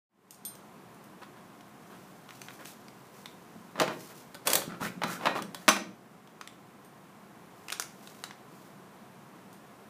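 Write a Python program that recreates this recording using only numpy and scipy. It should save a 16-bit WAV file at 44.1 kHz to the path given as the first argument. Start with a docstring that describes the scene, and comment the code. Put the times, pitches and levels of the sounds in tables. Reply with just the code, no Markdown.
"""Setting a curtain grommet

A hand-lever press works on a bench in a small room. Metal rings clink, the lever clunks down in its
iron frame, the ring crunches through the cloth, and the steel ram slides back and clacks on its stop.
Then the cloth is pulled away and the next ring is picked up, over the steady rush of ventilation."""
import sys
import numpy as np
from scipy import signal
from scipy.io import wavfile
from scipy.ndimage import uniform_filter1d

SR = 44100
rng = np.random.default_rng(int(sys.argv[2]) if len(sys.argv) > 2 else 0)


def to_wav(s):
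    """Save 16-bit WAV."""
    ch = np.atleast_2d(s).T  # columns
    pcm = np.round(np.clip(ch, -1, 1) * 32767)  # PCM
    wavfile.write(sys.argv[1], SR, pcm.astype(np.int16))


N = 436149

# Knocks in the frame. Each row: start in seconds, relative level in dB, relative treble in dB.
KNOCKS = [(3.756, -31.5, -76), (3.799, -16, -28.5), (3.817, -22, -35.5), (3.878, -25, -48),
          (5.018, -21, -51), (5.035, -18.5, -37), (5.256, -15.5, -39), (5.268, -12.5, -42),
          (5.373, -27.5, -54), (5.68, -3.5, -22.5), (5.687, -8, -14), (5.765, -21.5, -38)]
# The tone of a knock. Each row: frequency in Hz, level in dB.
IRON_TONE = [(30, -49.5), (100, -21), (200, -1.5), (330, -6), (450, -7.5), (620, -1), (1100, 1),
             (1800, -3.5), (2700, -7.5), (4500, -11.5), (6000, -14), (7500, -20), (15000, -24.5)]
# The frame's notes. Each row: pitch in Hz, level in dB, seconds to die away.
FRAME_NOTES = [(188, -14, 0.24), (498, -6.5, 0.26), (571, 0, .2), (706, 0, 0.14), (932, -5, 0.14),
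               (1048, -8, 0.12), (1207, -2, .22), (1325, -1, 0.11), (1480, -8, 0.16), (1873, -5.5, 0.41),
               (2450, -4.5, 0.21), (2570, -9, .17), (3106, -14.5, 0.17), (3660, -11, 0.18),
               (4030, -9.5, 0.22)]
def knocks():
    """The lever and ram knock in the iron frame and set it ringing."""
    return blows(KNOCKS, IRON_TONE, FRAME_NOTES, decay_s=0.062, body_db=-8, bite_db=-1.5, crack_db=0,
                 crack_time_share=0.55, ring_db=-19.5, tail_db=-22.5, tail_s=0.17)


# The grommet's snaps. Each row: start in seconds, relative level in dB, relative treble in dB.
SNAPS = [(4.345, -37, -45.5), (4.351, -33.5, -47), (4.472, -16.5, -19.5), (4.476, -22, -22),
         (4.502, -28, -25), (4.516, -29, -31), (4.533, -21.5, -16), (4.554, -16.5, -15),
         (4.618, -25.5, -53), (5.4225, -30.5, -38), (5.546, -27.5, -36.5)]
# The tone of a snap. Each row: frequency in Hz, level in dB.
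SNAP_TONE = [(30, -32), (100, -14.5), (200, -1.5), (330, -5.5), (550, -9), (900, 0.5), (2000, -3.5),
             (4000, 0.5), (9000, 3), (15000, -1)]
# The grommet's brief notes. Each row: pitch in Hz, level in dB, seconds to die away.
GROMMET_NOTES = [(578, 1, .12), (1520, -3, .09), (3390, -1, .12)]
def snaps():
    """The ring's teeth snap through the cloth, settle, and let go of the die that shapes them."""
    return blows(SNAPS, SNAP_TONE, GROMMET_NOTES, decay_s=0.025, body_db=-11, bite_db=-7, crack_db=-2.5,
                 crack_time_share=1, ring_db=-20, tail_db=-31.5, tail_s=0.12)


# The ram's landing. Each row: start in seconds, level in dB.
RAM_LANDINGS = [(5.688, -20.5)]
# The ram's high notes. Each row: pitch in Hz, level in dB, seconds to die away.
RAM_NOTES = [(5400, -19, .08), (5900, -8, .05), (6100, -1, 0.066), (6060, -2, .05), (5970, -26, .33),
             (8280, -17, .1)]
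def ram_stop():
    """The ram, the steel rod that the lever drives, rings when it lands on its stop."""
    out = np.zeros(N)
    for start, db in RAM_LANDINGS:
        add(out, start, amp(db) * ringing(RAM_NOTES, scatter_db=3))
    return out


# Thuds in the bench. Each row: start in seconds, relative level in dB.
THUDS = [(3.556, -41.5), (4.676, -30.5), (4.813, -28), (4.973, -35), (5.04, -29), (5.413, -33)]
# The bench's low notes. Each row: pitch in Hz, level in dB, seconds to die away.
BENCH_NOTES = [(126.6, -16, .2), (176.4, -6, 0.34), (215, -1.5, 0.12), (239, 0, 0.092), (352, -8, 0.18)]
def thuds():
    """The bench takes the load with a dull thud."""
    out = np.zeros(N)
    for start, db in THUDS:
        add(out, start, amp(db - 3.5) * ringing(BENCH_NOTES, contact_s=0.0027))
    return out


# Moves of the lever, and at 4.45 s the ring's crush through the cloth. Each row: start and length in seconds,
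# scrape and hiss levels in dB, the groan's first and last pitch in Hz.
MOVES = [(3.757, 0.067, -41, -69, 1100, 800), (3.787, 0.075, -27.5, -59, 710, 450),
         (3.871, 0.08, -38.5, -65, 900, 1200), (4.45, 0.18, -34, -36, 560, 510),
         (4.675, .12, -46, -73, 1400, 1240), (4.799, .11, -35.5, -42, 740, 2800),
         (5.061, 0.14, -40.5, -43, 1210, 1450), (5.187, .2, -37, -56, 1110, 300),
         (5.348, 0.068, -33, -49, 900, 1240), (5.56, 0.17, -65.5, -58.5, 896, 770)]
# The tones of the scrape and the hiss. Each row: frequency in Hz, level in dB.
SCRAPE_TONE = [(40, -43), (120, -10), (200, 3), (400, 2), (600, 1.5), (900, -2.5), (1300, -1.5), (2400, -8),
               (3500, -12), (15000, -40)]
HISS_TONE = [(200, -23.5), (1500, 7.5), (3500, -1.5), (6000, 2), (9000, -0.5), (15000, -2)]
def rubbing():
    """The ram rubs along its guide, louder when faster; its groan glides as the load shifts. 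One stroke is
    instead the ring crunching through the cloth."""
    scrape = friction(SCRAPE_TONE, slips_per_s=2500, spread_db=0.5, flutter_db=1.5)
    hiss = friction(HISS_TONE, slips_per_s=8300, spread_db=1.5, flutter_db=0.8)
    out = np.zeros(N)
    for start, length, scrape_db, hiss_db, from_hz, to_hz in MOVES:
        speed = swell(length, peak_share=0.36, sharpness=1.31)
        slips = evened(during(scrape, start, len(speed)))
        groan = evened(resonate(slips, np.linspace(from_hz, to_hz, len(speed)), width_hz=220))
        add(out, start, speed * amp(scrape_db) * evened(slips + amp(-1.5) * groan))
        add(out, start, speed * amp(hiss_db) * evened(during(hiss, start, len(speed))))
    return out


# Taps. Each row: start in seconds, relative level in dB, treble against that level in dB, pitch in Hz.
TAPS = [(1.233, -38.5, -30, 1040), (1.608, -42.5, -20, 1510), (2.29, -37, -28, 1180),
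        (2.307, -36, -19, 1840), (2.417, -33, -10.5, 2470), (2.485, -32, -37, 1350),
        (2.507, -38, -27, 1190), (2.656, -34.5, -11, 2630), (2.883, -39.5, -18, 4850),
        (3.258, -29.5, -19, 3600), (6.274, -46, -14, 3300), (6.412, -28, -19.5, 1340),
        (6.475, -32, -13, 3500), (7.684, -29, -14, 2450), (7.694, -36, -25, 1960),
        (7.702, -28.5, -13, 2930), (7.722, -25, -11, 2480), (7.726, -24.5, -8.5, 3800),
        (7.798, -23, -4, 1350), (7.823, -31, -8, 2170), (8.074, -36.5, -13, 3700),
        (8.239, -25.5, -12.5, 3870), (8.309, -31.5, -29, 2030)]
# The tone of a tap. Each row: frequency in Hz, level in dB.
TAP_TONE = [(30, -39), (200, -14), (700, -2), (1200, 0.5), (2300, 0.5), (3500, -1), (4500, -5), (6000, -2),
            (9000, -7.5), (15000, -15)]
def taps(split_hz=4500, click_s=0.013, tail_s=0.14, gentle_db=-39):
    """Loose rings tick on the die, the bench and each other, each with a brief pitch."""
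    out = np.zeros(N)
    for start, db, treble_db, hz in TAPS:
        shiver_db = -27 + 0.5 * (db - gentle_db)  # harder taps shake what lies on the bench more
        body = rattle(TAP_TONE, (20, split_hz), click_s, shiver_db, tail_s)
        treble = rattle(TAP_TONE, (split_hz, SR / 2), click_s, shiver_db, tail_s)
        add(out, start, amp(db - 11) * body + amp(db + treble_db) * treble)
        add(out, start, amp(db - 12) * ringing([(hz, 0, 0.0076)]))
    return out


# Clinks of the washer. Each row: start in seconds, touch level in dB, ringing level in dB.
CLINKS = [(0.3077, -37, -51), (0.345, -48, -64), (0.451, -38.5, -34.5), (0.553, -50, -66),
          (0.945, -60, -70), (1.041, -56, -68), (6.848, -59, -62), (9.529, -53.5, -62)]
# The washer's bright notes. Each row: pitch in Hz, level in dB, seconds to die away.
WASHER_NOTES = [(3230, -14, 0.32), (3510, -13, 0.16), (3550, -12, 0.24), (4060, -13, 0.33),
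                (5080, -13, 0.28), (6360, -7, 0.33), (8300, -6, 0.14), (8850, 2, 0.19), (9017, -2, .2),
                (10110, -10, 0.19), (11820, 4.5, 0.17), (13220, -14, .25), (14100, -4, .13),
                (14600, -4, 0.14)]
def clinks():
    """A fingertip or a ring touches the metal washer, which rings on when the fingers let it."""
    out = np.zeros(N)
    for start, touch_db, ring_db in CLINKS:
        add(out, start, amp(ring_db) * ringing(WASHER_NOTES))
        touch = rattle(HISS_TONE, (3000, SR / 2), decay_s=0.012, tail_db=-15.5, tail_s=0.18)
        add(out, start, amp(touch_db) * touch)
    return out


# Drags of the cloth over the bench. Each row: start in seconds, length in seconds, level in dB.
DRAGS = [(1.814, 0.52, -73), (2.27, 0.47, -61.5), (2.638, 0.12, -53.5), (3.13, 0.17, -63),
         (3.9, 0.32, -56.5), (4.144, 0.12, -59), (7.52, 0.64, -63), (7.97, 0.36, -58), (8.483, .3, -63.5)]
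# The cloth stirs faintly under the hands. One row, laid out like a drag.
STIRRING = (1.0, 5.9, -67)
# Scuffs of a hand. Each row: start in seconds, level in dB, length in seconds.
SCUFFS = [(1.216, -48.5, 0.04), (1.358, -56, 0.052), (1.899, -54, 0.12), (2.481, -53.5, 0.036),
          (2.59, -48.5, 0.06), (4.094, -53.5, 0.054)]
# The tones of the rustle and of a scuff. Each row: frequency in Hz, level in dB.
RUSTLE_TONE = [(100, -13), (400, 3.5), (1500, -0.5), (3000, 2), (6000, 3.5), (9000, 0.5), (15000, 0.5)]
SCUFF_TONE = [(80, -20), (300, 3.5), (700, 0), (1400, -1), (2500, -8), (6000, -23.5), (15000, -26.5)]
def cloth():
    """The cloth rustles as it is dragged; a hand scuffs it with a duller sound."""
    speed, scuffs = np.zeros(N), np.zeros(N)
    for start, length, db in DRAGS + [STIRRING]:
        add(speed, start, amp(db) * swell(length, peak_share=0.38, sharpness=1.3))
    for start, db, length in SCUFFS:
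        stroke = swell(length)
        noise = evened(colour(rng.standard_normal(len(stroke)), SCUFF_TONE))
        add(scuffs, start, amp(db) * stroke * noise)
    return scuffs + speed * friction(RUSTLE_TONE, slips_per_s=4100, spread_db=-3, flutter_db=1.4)


# The tone of the moving air. Each row: frequency in Hz, level in dB.
AIR_TONE = [(15, -72.5), (25, -43), (69, -17.5), (91, -16.5), (122, -3), (198, 0), (260, -4), (368, -4),
            (582, -10), (1080, -9.5), (1530, -14), (2850, -22), (4620, -27.5), (12200, -30), (15500, -33)]
def ventilation(level_db=-52.5):
    """Air rushes softly, and the duct lifts a few pitches above the rest."""
    rush = colour(rng.standard_normal(N), AIR_TONE)
    for hz, narrowness, db in [(199.5, 6.3, -9), (715, 9.8, -3), (1038, 12, -7.5)]:
        rush = rush + amp(db) * signal.lfilter(*signal.iirpeak(hz, narrowness, SR), rush)
    return amp(level_db) * evened(rush)


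# How long the room echoes. Each row: frequency in Hz, seconds to die away.
ROOM_DECAY = [(100, 0.88), (450, 0.54), (900, 0.29), (2500, 0.34), (6000, 0.32), (15000, 0.22)]
def room(x, first_echo_s=0.0019, build_s=0.0021):
    """The walls of a small room return a blur of echoes; the low ones last longest."""
    hz, t, bands = signal.stft(rng.standard_normal(SR * 3 // 4), SR, nperseg=256)
    tail = signal.istft(bands * dying(t, value_at(ROOM_DECAY, hz)[:, None]), SR, nperseg=256)[1]
    since_first = np.maximum(np.arange(len(tail)) / SR - first_echo_s, 0)
    tail *= 1 - np.exp(-since_first / build_s)
    return signal.fftconvolve(x, tail / np.linalg.norm(tail))[:N]


def blows(rows, tone, notes, decay_s, body_db, bite_db, crack_db, crack_time_share, ring_db,
          tail_db, tail_s, low_hz=1800, high_hz=4800):
    """Each blow has a low body, ringing notes, a bite in the middle and a high crack."""
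    out = np.zeros(N)
    for start, db, treble_db in rows:
        add(out, start, amp(db + body_db) * rattle(tone, (20, low_hz), decay_s, tail_db, tail_s))
        add(out, start, amp(db + ring_db) * ringing(notes, contact_s=0.002))
        bite = rattle(tone, (low_hz, high_hz), decay_s / 2, tail_db, tail_s)
        add(out, start, amp((db + treble_db) / 2 + bite_db) * bite)
        crack = rattle(tone, (high_hz, SR / 2), crack_time_share * decay_s, tail_db, tail_s)
        add(out, start, amp(treble_db + crack_db) * crack)
    return out


def ringing(notes, scatter_db=0, contact_s=0.00019):
    """A struck object rings with several dying notes; a longer contact starts them more gently."""
    t = np.arange(SR // 2) / SR
    hz, db, decay_s = np.transpose(notes)[:, :, None]
    strength = amp(db + scatter_db * rng.standard_normal(db.shape)) * rng.choice([-1, 1], db.shape)
    waves = strength * dying(t, decay_s) * np.sin(2 * np.pi * hz * t)
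    return peaked(waves.sum(0) * np.tanh(t / contact_s) ** 2)


def rattle(tone, band_hz, decay_s, tail_db, tail_s):
    """One band of a blow: a burst of tiny contacts, then the shiver of what lies nearby."""
    t = np.arange(SR // 3) / SR
    contacts = rng.standard_normal(len(t)) * (dying(t, decay_s) + amp(tail_db) * dying(t, tail_s))
    band = signal.butter(3, np.clip(band_hz, 20, SR / 2 - 1000), "band", fs=SR, output="sos")
    return peaked(signal.sosfilt(band, colour(contacts, tone)))


def friction(tone, slips_per_s, spread_db, flutter_db):
    """Rubbing is countless tiny slips of uneven size, coming in clumps."""
    slips = (rng.random(N) < slips_per_s / SR) * rng.standard_normal(N)
    sizes = amp(spread_db * np.minimum(rng.exponential(1, N), 4))
    smoother = signal.get_window("hann", SR // 40)
    clumps = evened(signal.oaconvolve(rng.standard_normal(N), smoother, "same"))
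    return evened(colour(slips * sizes * amp(flutter_db * clumps), tone))


def swell(length, peak_share=0.25, sharpness=1):
    """The speed of a hand stroke: from rest, fastest at peak_share of its length, back to rest."""
    progress = np.linspace(0, 1, round(length * SR))
    skew = np.log(0.5) / np.log(peak_share)
    return abs(np.sin(np.pi * progress ** skew)) ** sharpness


def resonate(x, hz, width_hz):
    """Brings out a gliding pitch: shifts it down to zero, smooths, and shifts back."""
    turn = np.exp(2j * np.pi * np.cumsum(hz) / SR)
    memory = np.exp(-np.pi * width_hz / SR)
    return 2 * (turn * signal.lfilter([1 - memory], [1, -memory], x / turn)).real


def colour(x, tone, size=4096):
    """Gives a sound a tone. The filter never sounds ahead of a hit, so hits stay sharp."""
    log_gain = np.log(amp(value_at(tone, abs(np.fft.fftfreq(size, 1 / SR)))))
    response = np.fft.ifft(np.exp(np.conj(signal.hilbert(log_gain)))).real
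    return signal.oaconvolve(x, response[:size // 2])[:len(x)]


def value_at(table, hz):
    """Reads between a table's rows, on a scale of octaves."""
    row_hz, values = np.transpose(table)
    return np.interp(np.log(hz + 1), np.log(row_hz + 1), values)


def amp(db):
    return 10 ** (np.asarray(db) / 20)


def dying(t, decay_s):
    """Dies away by 60 dB in decay_s seconds."""
    return np.exp(-np.log(1000) * t / np.maximum(decay_s, 1e-3))


def evened(x):
    """Scales a sound to an average power of 1."""
    return x / np.sqrt(np.mean(x ** 2) + 1e-20)


def peaked(x):
    """Scales a blow so that its loudest 4 milliseconds have a power of 1."""
    return x / np.sqrt(uniform_filter1d(x ** 2, 176, mode="constant").max() + 1e-20)


def during(x, start, samples):
    return x[round(start * SR):][:samples]


def add(mix, start, sound):
    part = during(mix, start, len(sound))
    part += sound[:len(part)]


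def scene():
    """Press, hands and air in one room. The hands are closer, so they have a little less echo."""
    press = knocks() + snaps() + ram_stop() + thuds() + rubbing()
    hands = taps() + clinks() + cloth()
    echoes = amp(-7.5) * room(press) + amp(-8) * room(hands)
    return (press + hands + echoes + ventilation())[None]


def record(dry, threshold_db=-19, cut_share=0.39, recover_db_per_s=1.9, ceiling=0.9, top_hz=15450):
    """Gain control dips after loud clacks and recovers slowly; peaks are rounded, top treble is cut."""
    t = np.arange(N) / SR
    power_db = 10 * np.log10(abs(uniform_filter1d(dry[0] ** 2, size=441)) + 1e-12)
    cut_db = cut_share * np.maximum(power_db - threshold_db, 0)
    held_db = np.maximum.accumulate(cut_db + recover_db_per_s * t) - recover_db_per_s * t
    turned_down = dry * amp(-uniform_filter1d(held_db, size=220))
    rounded = ceiling * np.tanh(turned_down / ceiling)
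    fade_in = np.clip((t - 0.087) / 0.46, 0, 1) ** 1.2
    treble_cut = signal.firwin(401, top_hz, window=("kaiser", 8), fs=SR)
    return signal.oaconvolve(rounded * fade_in, treble_cut[None], "same")


dry = scene()
out = record(dry)
to_wav(out)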